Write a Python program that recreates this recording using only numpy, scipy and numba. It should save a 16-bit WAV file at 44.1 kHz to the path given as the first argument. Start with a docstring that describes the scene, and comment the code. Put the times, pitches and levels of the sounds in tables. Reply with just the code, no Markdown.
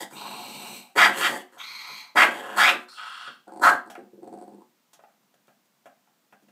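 """A small dog guards a treat in a wire crate on a wooden floor, a metre or two from a phone.
It opens with a hoarse rasp and an in-drawn snarl: air past the teeth, a fluttering palate, a throat rattle.
Harsh barks follow, with rasps and snarls between: chaotic folds drive resonances that rise with the jaw.
Around the last bark a low growl of slack pulses surges; then bites crunch on jaw, teeth and tray.
A small room rings behind the dog, a faint hush lies under it all, and the phone limits the peaks."""
import sys
import numpy as np
from scipy import signal
from scipy.fft import rfft, irfft
from scipy.io import wavfile
from scipy.ndimage import uniform_filter1d, minimum_filter1d
from numba import njit

SR = 44100
rng = np.random.default_rng(int(sys.argv[2]) if len(sys.argv) > 2 else 0)


def generate_wav(signal):
    """Clip the signal to [-1, 1] and save it as 16-bit WAV at the path in sys.argv[1]."""
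    frames = np.transpose(np.atleast_2d(signal))
    scaled = np.clip(frames, -1, 1) * 32767
    pcm = np.round(scaled).astype(np.int16)
    wavfile.write(sys.argv[1], SR, pcm)


N = 287091
T = np.arange(N) / SR
SLOW = np.arange(0, N / SR, .001)  # control clock [s]
GRID = np.fft.rfftfreq(8192, 1 / SR)  # filter frequencies [Hz]

# Barks, levels before the final trim; resonances with the jaw open, drifting about mid-hold:
# (start [s], jaw opening [s], jaw held open [s], level [dB], sag [dB/s], first resonance [Hz],
#  second [Hz], its drift [Hz/s], third [Hz], its drift [Hz/s], edge re mouth [dB], edge growth [dB/s],
#  hiss [dB], chest [dB], opening thump [dB])
BARKS = [ (0.952, 0.055, 0.045, -9, -12.5, 1317, 2020, -0.5, 3200, 1500.5, -11, -11.5, -31, -33, -27),
         (1.151, 0.11, 0.011, -18.5, 5, 1320, 1900, 0, 3030, 0, -4.5, -70, -34, -36.5, -65),
         (2.15, 0.034, 0.048, -9.5, 5, 1260, 2036, 3500.5, 3074, -7000, -12.5, 130.5, -32.5, -32, -30.5),
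         (2.555, .058, 0.086, -13, 58.5, 1394, 2220, 10000, 3326, 5001, -10, 50.5, -33.5, -36.5, -45),
         (3.608, 0.058, 0.024, -8, 71, 1250, 1620, 0, 2915, -3, -22.5, -20.5, -34, -33.5, -31.5), ]
# Hoarse rasps around the barks, last three levels relative to the mouth:
# (start [s], length [s], level [dB], first resonance [Hz], second [Hz], third [Hz],
#  chest [dB], edge [dB], hiss [dB])
RASPS = [ (0.0, .03, -34, 710, 1863, 3370, -3.5, -7.5, -5.5),
         (0.099, .03, -49.5, 772, 1710, 3345, -4, -14, -5.5),
         (1.12, 0.062, -37, 1080, 1863, 2920, -28, 1, -8),
         (1.284, .09, -33.5, 790, 1856, 3230, -3, -13, -10),
         (1.383, .035, -47, 752, 1950, 3065, -0.5, -2, -7),
         (1.515, .05, -54, 1019, 1720, 3020, -5.5, -13, -10),
         (2.299, .11, -36, 868, 1760, 3100, -4, -8.5, -14.5),
         (2.42, .135, -36.5, 1037, 1710, 2933, -7, -10, -18),
         (2.78, .06, -51, 1350, 1680, 2900, -18, -14, -13),
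         (3.473, 0.023, -49.5, 857, 1466, 2856, -3, -27, -24), ]
# Chest resonances: (frequency [Hz], width [Hz], level [dB])
CHEST = [(145, 10, -11.5), (224.3, 90, 1.5), (331, 120, 3.5), (551, 120, 4.5)]
# Air past the teeth: (frequency [Hz], width [Hz], level [dB])
BARK_HISS = [(7770, 2700, 1.5), (11700, 5300, -5)]


def barks():
    """Chaotic folds drive resonances that rise as the jaw opens; force widens them and adds edge and hiss."""
    gestures = [bark(*row) for row in BARKS] + [rasp(*row) for row in RASPS]
    loud, chesty, edgy, airy, first_hz, second_hz, third_hz = one_throat(gestures)
    force = np.clip(loud * undb(16), 0, 1)
    voice = folds(hz=145, jitter=.2, shimmer_db=2, air_db=1.5, puff=.7)
    scream = folds(hz=316, jitter=.06, shimmer_db=2.3, air_db=-6, puff=.4)
    # under force a second, tighter vibration joins the slow one
    strained = unit(voice) + force * undb(2.5) * unit(scream)

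    gape = 1 + 0.79 * force  # an open mouth damps its resonances
    first = formant(strained, first_hz, width_hz=480 * gape)
    second = formant(strained, second_hz, width_hz=380 * gape)
    third = formant(strained, third_hz, width_hz=620 * gape)
    fourth = formant(strained, 1.42 * third_hz, width_hz=570)
    body = unit(resonate(strained, [(842, 200, 0)]))
    mouth = steady(first - undb(-1.0) * second + undb(-19.5) * body)

    chest = chesty * steady(resonate(voice, CHEST))
    edge = edgy * third + airy * undb(-6.0 + 6.1 * force) * fourth
    breath = unit(strained) + undb(1.5) * rng.standard_normal(N)
    hiss = airy * steady(resonate(breath, BARK_HISS))
    return undb(-2.5) * (loud * mouth + chest + edge + hiss)


VOICE_ATTACK_S, VOICE_RELEASE_S, BARK_TAIL_S = 0.0092, 0.074, 0.06  # the voice outlasts the open jaw
HISS_ATTACK_S, HISS_RELEASE_S = 0.031, 0.18
THUMP_S, THUMP_RELEASE_S = .02, .12  # the first push of air booms in the chest
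# what shut jaws take from the mouth, and from the edge on top of that
JAW_CLOSE_S, MUFFLE_DB, EDGE_MUFFLE_DB = 0.03, 22, 7.5
# resonances with shut jaws, as shares of the open ones
SHUT_FIRST, SHUT_SECOND, SHUT_THIRD = 0.6, .9, 0.98


def bark(start, opening, hold, db, sag, first_hz, second_hz, second_drift, third_hz, third_drift,
         edge_db, growth, hiss_db, chest_db, thump_db):
    """The voice starts behind shut jaws; as they open it grows loud and bright and its resonances rise."""
    held = opening + hold
    still_shut = 1 - np.sin(np.pi / 2 * np.clip((SLOW - start) / opening, 0, 1))
    shut = still_shut + np.clip((SLOW - start - held) / JAW_CLOSE_S, 0, 1)
    age = np.clip(SLOW - start - opening, 0, hold) - hold / 2  # from mid-hold
    voiced = swell(start, held + BARK_TAIL_S, VOICE_ATTACK_S, VOICE_RELEASE_S)
    mouth = voiced * undb(db - sag * age - MUFFLE_DB * shut)
    thump = swell(start, THUMP_S, VOICE_ATTACK_S, THUMP_RELEASE_S) * undb(thump_db)
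    chest = np.hypot(voiced * undb(chest_db), thump)
    edge = mouth * undb(edge_db + growth * age - EDGE_MUFFLE_DB * shut)
    hiss = swell(start, held, HISS_ATTACK_S, HISS_RELEASE_S) * undb(hiss_db - sag * age)
    first = first_hz * SHUT_FIRST ** shut
    second = (second_hz + second_drift * age) * SHUT_SECOND ** shut
    third = (third_hz + third_drift * age) * SHUT_THIRD ** shut
    return [mouth, chest, edge, hiss], [first, second, third]


def rasp(start, length, db, first_hz, second_hz, third_hz, chest_db, edge_db, hiss_db):
    """The same voice held at low effort, with the jaws still."""
    mouth = swell(start, length, VOICE_ATTACK_S, VOICE_RELEASE_S) * undb(db)
    levels = np.outer(undb([0, chest_db, edge_db, hiss_db]), mouth)
    return levels, np.outer([first_hz, second_hz, third_hz], np.ones(len(SLOW)))


# In-drawn snarls, levels before the layer weights and trim:
# (start [s], length [s], swell [s], teeth [dB], nose [dB], nose sag [dB/s], rattle [dB],
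#  first resonance [Hz], its drift [Hz/s], second [Hz], third at the start [Hz], third with lips back [Hz])
SNARLS = [ (0.121, 0.65, 0.047, -42, -43, -7.5, -65.5, 953, -190, 2870, 3780, 4070),
          (1.574, 0.43, 0.027, -38.5, -40.5, 0, -68, 1222, -420, 2200, 3300, 4130),
          (2.88, 0.39, 0.095, -44, -46, 4, -75.5, 1297, 160, 2800, 3940, 3320), ]
# Palate flutter in the mouth, one list per snarl: (time [s], level [dB])
FLUTTERS = [
    [(0.11, -53.5), (0.276, -36), (0.298, -71), (0.308, -39.5), (0.538, -49.5), (0.668, -44.5),
     (0.904, -64.5), (0.93, -86)],
    [(1.57, -49.5), (1.606, -42), (1.618, -48.5), (1.814, -51), (1.91, -44), (1.934, -50.5), (2.094, -59),
     (2.14, -78)],
    [(2.88, -51.5), (2.93, -54.5), (2.97, -54), (2.984, -37.5), (3.164, -42), (3.26, -41.5), (3.266, -35),
     (3.42, -77)],
]
# The throat rattles when the dog pulls harder:
# (start [s], length [s], rattle [dB], hiss at the teeth [dB])
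RATTLES = [(0.115, 0.66, -49.5, -58), (1.89, 0.026, -57, -54.5), (3.269, 0.022, -54, -45.5)]
RATTLE_ATTACK_S, RATTLE_RELEASE_S = 0.011, 0.12
# Throat resonances of the rattle: (frequency [Hz], width [Hz], level [dB])
SNARL_RATTLE = [(150, 27, 2), (225, 110, 1.5), (346, 77, -1), (533, 220, -4.5)]
# Fixed nose and teeth resonances, one list per snarl: (frequency [Hz], width [Hz], level [dB])
SNARL_NOSES = [
    [(2330, 350, -10), (6150, 600, -14), (8200, 1400, -7), (12300, 3200, -10)],
    [(3400, 700, -13), (6300, 600, -16), (8500, 1200, -21), (12400, 2200, -19)],
    [(4300, 550, -5.5), (5050, 400, -14), (7550, 500, -18), (9200, 800, -17.5), (12500, 3000, -25)],
]


def snarls():
    """Air drawn past bared teeth makes the soft palate flutter; lips and tongue move the resonances."""
    breaths = [snarl(*row) for row in SNARLS]
    _, bared, rattling, first_hz, second_hz, third_hz = one_throat(breaths)
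    fluttering = 0
    for rows in FLUTTERS:
        times, db = np.transpose(rows)
        fluttering = fluttering + undb(np.interp(SLOW, times, db, left=-np.inf, right=-np.inf))
    fluttering = track(fluttering)
    for start, length, rattle_db, hiss_db in RATTLES:
        pull = track(swell(start, length, RATTLE_ATTACK_S, RATTLE_RELEASE_S))
        rattling = rattling + undb(rattle_db) * pull
        bared = np.hypot(bared, undb(hiss_db) * pull)

    flutter = folds(hz=115, jitter=.25, shimmer_db=1.8, air_db=10, puff=1.1)
    air = unit(unit(flutter) + rng.standard_normal(N))
    rattle = steady(resonate(flutter, SNARL_RATTLE), size=4000)
    mouth = formant(flutter, first_hz, width_hz=470)
    # neighbouring resonances swing in opposite phase, which deepens the valleys between them
    upper = undb(-4.5) * formant(air, third_hz, width_hz=650)
    teeth = upper - undb(-6.5) * formant(air, second_hz, width_hz=500)
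    nose = 0
    for (levels, _), modes in zip(breaths, SNARL_NOSES):
        nose = nose + track(levels[0]) * levelled_resonances(air, modes)
    return undb(-0.65) * (fluttering * mouth + rattling * rattle + bared * teeth + nose)


SNARL_ATTACK_S, SNARL_RELEASE_S, LIPS_BACK_S = 0.011, 0.35, 0.054
SNARL_SWELL_DB, SNARL_SAG_DB_PER_S = 42, 4.5


def snarl(start, length, swell_s, teeth_db, nose_db, nose_sag, rattle_db,
          first_hz, drift, second_hz, from_hz, third_hz):
    """One in-breath: the teeth's hiss swells, then sags; the third resonance glides as lips draw back."""
    age = np.clip(SLOW - start, 0, length)
    past_middle = age - length / 2
    breath = swell(start, length, SNARL_ATTACK_S, SNARL_RELEASE_S)
    nose = breath * undb(nose_db - nose_sag * past_middle)
    not_swollen = np.maximum(1 - age / swell_s, 0)
    teeth = breath * undb(teeth_db - SNARL_SAG_DB_PER_S * past_middle - SNARL_SWELL_DB * not_swollen)
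    lips_forward = 1 / (1 + (age / LIPS_BACK_S) ** 6)
    second = np.full(len(SLOW), float(second_hz))
    third = third_hz + (from_hz - third_hz) * lips_forward
    return [nose, teeth, breath * undb(rattle_db)], [first_hz + drift * age, second, third]


# Surges of the closed-mouth growl, before the trim: (start [s], length [s], level [dB])
SURGES = [(3.47, 0.013, -46.5), (3.511, 0.027, -45), (3.555, 0.023, -43), (3.592, 0.008, -40),
          (3.853, .025, -45.5), (3.977, 0.012, -38), (4.024, 0.0096, -42), (4.13, 0.014, -44.5),
          (4.176, 0.021, -48), (4.221, 0.02, -41), (4.266, 0.015, -39), (4.317, 0.027, -39.5),
          (4.367, 0.028, -46.5), (4.409, 0.029, -45.5), (4.469, 0.026, -46.5), (4.518, 0.027, -42.5),
          (4.575, 0.043, -54)]
SURGE_ATTACK_S, SURGE_RELEASE_S = 0.0034, 0.073
# Lip movement: (time [s], mouth resonance [Hz], mouth level [dB], nose level [dB])
GROWL_LIPS = [(3.47, 750, -1, 0), (3.6, 785, -1, 3.5), (3.87, 780, -9.5, 0), (4.1, 740, -18, -13.5),
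              (4.19, 708, -21, -19), (4.235, 720, -6, -7), (4.43, 740, -2, -1), (4.55, 799, -13.5, -10),
              (4.63, 950, 1.5, -1)]
# Throat resonances: (frequency [Hz], width [Hz], level [dB])
GROWL_THROAT = [(150, 30, -18.5), (219.7, 57, 4.5), (340.7, 61, 7), (520, 37, -2)]
# Nose resonances, before the nose level: (frequency [Hz], width [Hz], level [dB])
GROWL_NOSE = [(1416, 160, -21.5), (4480, 468, -24.5), (8330, 1700, -19)]


def growls():
    """Slow, slack pulses behind nearly closed lips, coming in surges."""
    surges = [undb(db) * swell(start, length, SURGE_ATTACK_S, SURGE_RELEASE_S)
              for start, length, db in SURGES]
    effort = track(sum(surges))
    times, *lips = np.transpose(GROWL_LIPS)
    mouth_hz, mouth_db, nose_db = (np.interp(T, times, column) for column in lips)
    voice = folds(hz=82, jitter=.16, shimmer_db=2, air_db=-8, puff=.5)
    throat = steady(resonate(voice, GROWL_THROAT))
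    mouth = undb(mouth_db) * formant(voice, mouth_hz, width_hz=230)
    nose = undb(nose_db) * levelled_resonances(voice, GROWL_NOSE)
    return effort * undb(-3.0) * (throat + mouth + nose)


# Bites, smacks and nudges of the treat:
# (time [s], knock level [dB], thud level [dB], tick level [dB], 60 dB decay [s])
BITES = [(3.9, -41, -49, -47.5, 0.14), (3.953, -36, -66, -68, 0.064), (4.932, -53, -70, -50.5, 0.097),
         (4.992, -52.5, -72.5, -86, .1), (5.037, -48, -71, -80, 0.06), (5.085, -64.5, -82, -84, 0.31),
         (5.341, -59, -80, -63, 0.041), (5.472, -69, -75, -63, 0.032), (5.481, -54.5, -60, -71, 0.11),
         (5.655, -71, -78.5, -66, 0.036), (5.857, -43.5, -57, -60, 0.11), (6.073, -58.5, -80.5, -79, .05),
         (6.325, -47.5, -53, -64.5, 0.086), (6.424, -70, -53, -70.5, 0.11),
         (6.485, -54.5, -59, -66.5, 0.058)]
# Jaw resonances: (frequency [Hz], width [Hz], level [dB])
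JAW = [(646.3, 77, 5.5), (807, 38, 5), (1250, 560, -5), (1680, 390, -9), (2640, 440, -15)]
# Tooth tick resonances, levels relative to each other: (frequency [Hz], width [Hz], level [dB])
TICK = [(3200, 1100, 22), (6000, 4700, 18.5), (12000, 18000, 9)]


def bites():
    """Each bite is a short crunch that rings the jaw, ticks on the teeth and thuds on the tray."""
    knock, thud, tick = np.zeros((3, N))
    for start, knock_db, thud_db, tick_db, t60 in BITES:
        fade = (T >= start) * decay(np.abs(T - start) / t60)
        knock += undb(knock_db) * fade
        thud += undb(thud_db) * fade
        tick += undb(tick_db) * fade
    crunch = rng.standard_normal(N) * undb(1.1 * rng.standard_normal(N))
    jaw = steady(resonate(crunch, JAW))
    tray = steady(resonate(crunch, [(222, 77, 0)]))
    teeth = unit(resonate(crunch, TICK))
    return knock * jaw + thud * tray + tick * teeth


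# First reflections off tray, floor and walls, re direct sound: (delay [s], level [dB])
ECHOES = [(.0009, -13), (.00217, -4.5), (.00295, -8.5), (.007, -9.5), (.0093, -8.5)]
# Standing waves of room and crate, peaks and notches: (frequency [Hz], width [Hz], level [dB])
STANDING = [(170, 16, -12), (180.6, 11, 1.5), (221, 32, 0.5), (248, 10, -1.5), (314, 5.5, -4),
            (368.2, 16, 8.5), (402, 11, -6.5), (442, 40, 7.5), (522, 23, -3), (493, 44, -1.5),
            (540.8, 38, 6), (581, 14, -1), (625, 24, -6.5), (719.7, 20, 8), (786, 14, 3), (864, 13, 7.5),
            (920, 2, -8), (1013, 6.9, 7), (1167, 31, -9), (1546, 15, -1.5), (1760, 14, 0.5),
            (1832, 80, -12.5), (1882, 52, 9.5), (1850, 27, -3.5), (2460, 41, -3), (2764, 14, -9.5),
            (2980, 110, -4.5), (3300, 20, -3.5)]
ROOM_T60_S, TREBLE_T60_S, ROOM_DB = 0.3, 0.23, -4.5  # dense echoes, level re direct sound


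def room(x):
    """First reflections, then dense echoes whose treble dies first; standing waves colour the low end."""
    t = T[:SR // 2]
    noise = rng.standard_normal(len(t))
    low = signal.sosfilt(signal.butter(2, 2500, fs=SR, output="sos"), noise)
    high = signal.sosfilt(signal.butter(2, 2500, "high", fs=SR, output="sos"), noise)
    tail = (low * decay(t / ROOM_T60_S) - high * decay(t / TREBLE_T60_S)) * (t > .003)
    response = (t == 0) + undb(ROOM_DB) * tail / np.linalg.norm(tail)
    for delay, db in ECHOES:
        response[int(delay * SR)] += undb(db)
    response /= np.linalg.norm(response)
    # below about 2 kHz the standing waves take the place of the echoes' own ripple
    smooth_power = uniform_filter1d(np.abs(rfft(response)) ** 2, size=30)
    power = np.interp(GRID, np.fft.rfftfreq(len(t), 1 / SR), smooth_power)
    even = power ** (-.5 / (1 + (GRID / 2200) ** 4))
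    standing = undb(sum(db * bell(hz, width) for hz, width, db in STANDING))
    return undb(1.0) * colour(signal.fftconvolve(x, response)[:N], even * standing)


# Spectrum shape of the hush, before the overall level: (frequency [Hz], density [dB per Hz])
QUIET = [(18, -58), (30, -26.5), (55, -18), (228, -1), (355, -9), (437, -10), (735, -10), (859, -9),
         (1520, -12.5), (1780, -14), (8040, -19), (9890, -23.5), (15000, -18)]
QUIET_DB = -68.5  # rms before the phone


def quiet():
    """The faint hush of the house and the microphone's own hiss, as one shaped noise."""
    hz, db = np.transpose(QUIET)
    shape = undb(np.interp(np.log(GRID + 1), np.log(hz), db))
    return undb(QUIET_DB) * unit(colour(rng.standard_normal(N), shape))


def folds(hz, jitter, shimmer_db, air_db, puff, count=4000):
    """Tissue slaps shut at uneven intervals; a puff of turbulent air (decay in cycles) follows each slap."""
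    chance = rng.standard_normal((count, 2))
    times = np.cumsum(np.exp(jitter * chance[:, 0]) / hz)
    sizes = undb(shimmer_db * chance[:, 1])
    cycle = np.interp(T, times, np.arange(count))
    size = sizes[cycle.astype(int)]
    slaps = np.diff(np.floor(cycle), prepend=0) * size
    air = size * np.exp(-(cycle % 1) / puff) * rng.standard_normal(N)
    return unit(slaps) + undb(air_db) * unit(air)


def one_throat(gestures):
    """Join (levels, resonances) of gestures: powers add, and the loudest dominates the resonances."""
    levels, hz = (np.array(part) for part in zip(*gestures))
    weight = levels[:, :1] ** 2 + 1e-18
    joined_levels = np.sqrt(np.sum(levels ** 2, axis=0))
    joined_hz = np.sum(weight * hz, axis=0) / np.sum(weight, axis=0)
    return [track(control) for control in (*joined_levels, *joined_hz)]


def swell(start, length, attack_s, release_s):
    """Envelope on the SLOW clock: rise, hold until the length is over, fall 60 dB in the release time."""
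    rise = np.clip((SLOW - start) / attack_s, 0, 1)
    return rise * decay(np.clip((SLOW - start - length) / release_s, 0, 2))


def decay(age):
    """Exponential fall of 60 dB per unit of age."""
    return np.exp(-np.log(1000) * age)


def track(values):
    """A control from the SLOW clock at every sample."""
    return np.interp(T, SLOW, values)


def formant(x, hz, width_hz):
    """A moving resonance with steep skirts from two equal band-passes, held near rms 1."""
    width = width_hz * np.ones(N)
    return steady(svf(svf(x, hz, width), hz, width), size=2400)


@njit
def svf(x, hz, width):
    """State-variable band-pass whose centre and width move every sample."""
    y, band, low = np.empty(len(x)), 0., 0.
    for i in range(len(x)):
        g, k = np.tan(np.pi * hz[i] / SR), width[i] / hz[i]
        v = (band + g * (x[i] - low)) / (1 + g * (g + k))
        band, low, y[i] = 2 * v - band, low + 2 * g * v, k * v
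    return y


def levelled_resonances(x, modes):
    """Fixed resonances, each at its own rms level."""
    return sum(undb(db) * unit(colour(x, bell(hz, width))) for hz, width, db in modes)


def resonate(x, modes):
    """Pass a sound through fixed resonances whose powers add."""
    return colour(x, np.sqrt(sum((undb(db) * bell(hz, width)) ** 2 for hz, width, db in modes)))


def bell(hz, width):
    """Gain of a steep resonance on GRID."""
    return 1 / (1 + ((GRID - hz) * (GRID + hz) / (1.225 * width * (GRID + 1))) ** 2)


def colour(x, gain):
    """Causal minimum-phase filter with the given gain on GRID."""
    cepstrum = irfft(np.log(gain + 1e-6))
    half = len(cepstrum) // 2
    # folding the cepstrum forward makes the response causal
    cepstrum[1:half] *= 2
    cepstrum[half + 1:] = 0
    return signal.fftconvolve(x, irfft(np.exp(rfft(cepstrum)))[:half])[:len(x)]


def steady(x, size=1800):
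    """Hold the running rms near 1 over size samples, leaving single pulses uneven."""
    return x / np.sqrt(uniform_filter1d(x ** 2, size) + 1e-18)


def unit(x):
    """Scale to rms 1."""
    return x / np.sqrt(np.mean(x ** 2))


def undb(db):
    """Decibels to gain."""
    return 10 ** (np.asarray(db) / 20)


def scene():
    """The dog in its room, over the quiet."""
    dog = barks() + snarls() + growls() + bites()
    return (room(dog) + quiet())[None]


def record(dry):
    """The phone cuts the bass, limits the peaks, bends them a little unevenly and cuts the top."""
    x = signal.sosfilt(signal.butter(6, 130, "high", fs=SR, output="sos"), dry)
    gain = np.minimum(1, .72 / (np.abs(x) + 1e-9))
    x = x * uniform_filter1d(minimum_filter1d(gain, size=70), size=70)
    bent = x + .005 * x ** 2
    return signal.sosfilt(signal.ellip(10, .2, 80, 15500, fs=SR, output="sos"), bent)


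dry = scene()
out = record(dry)
generate_wav(out)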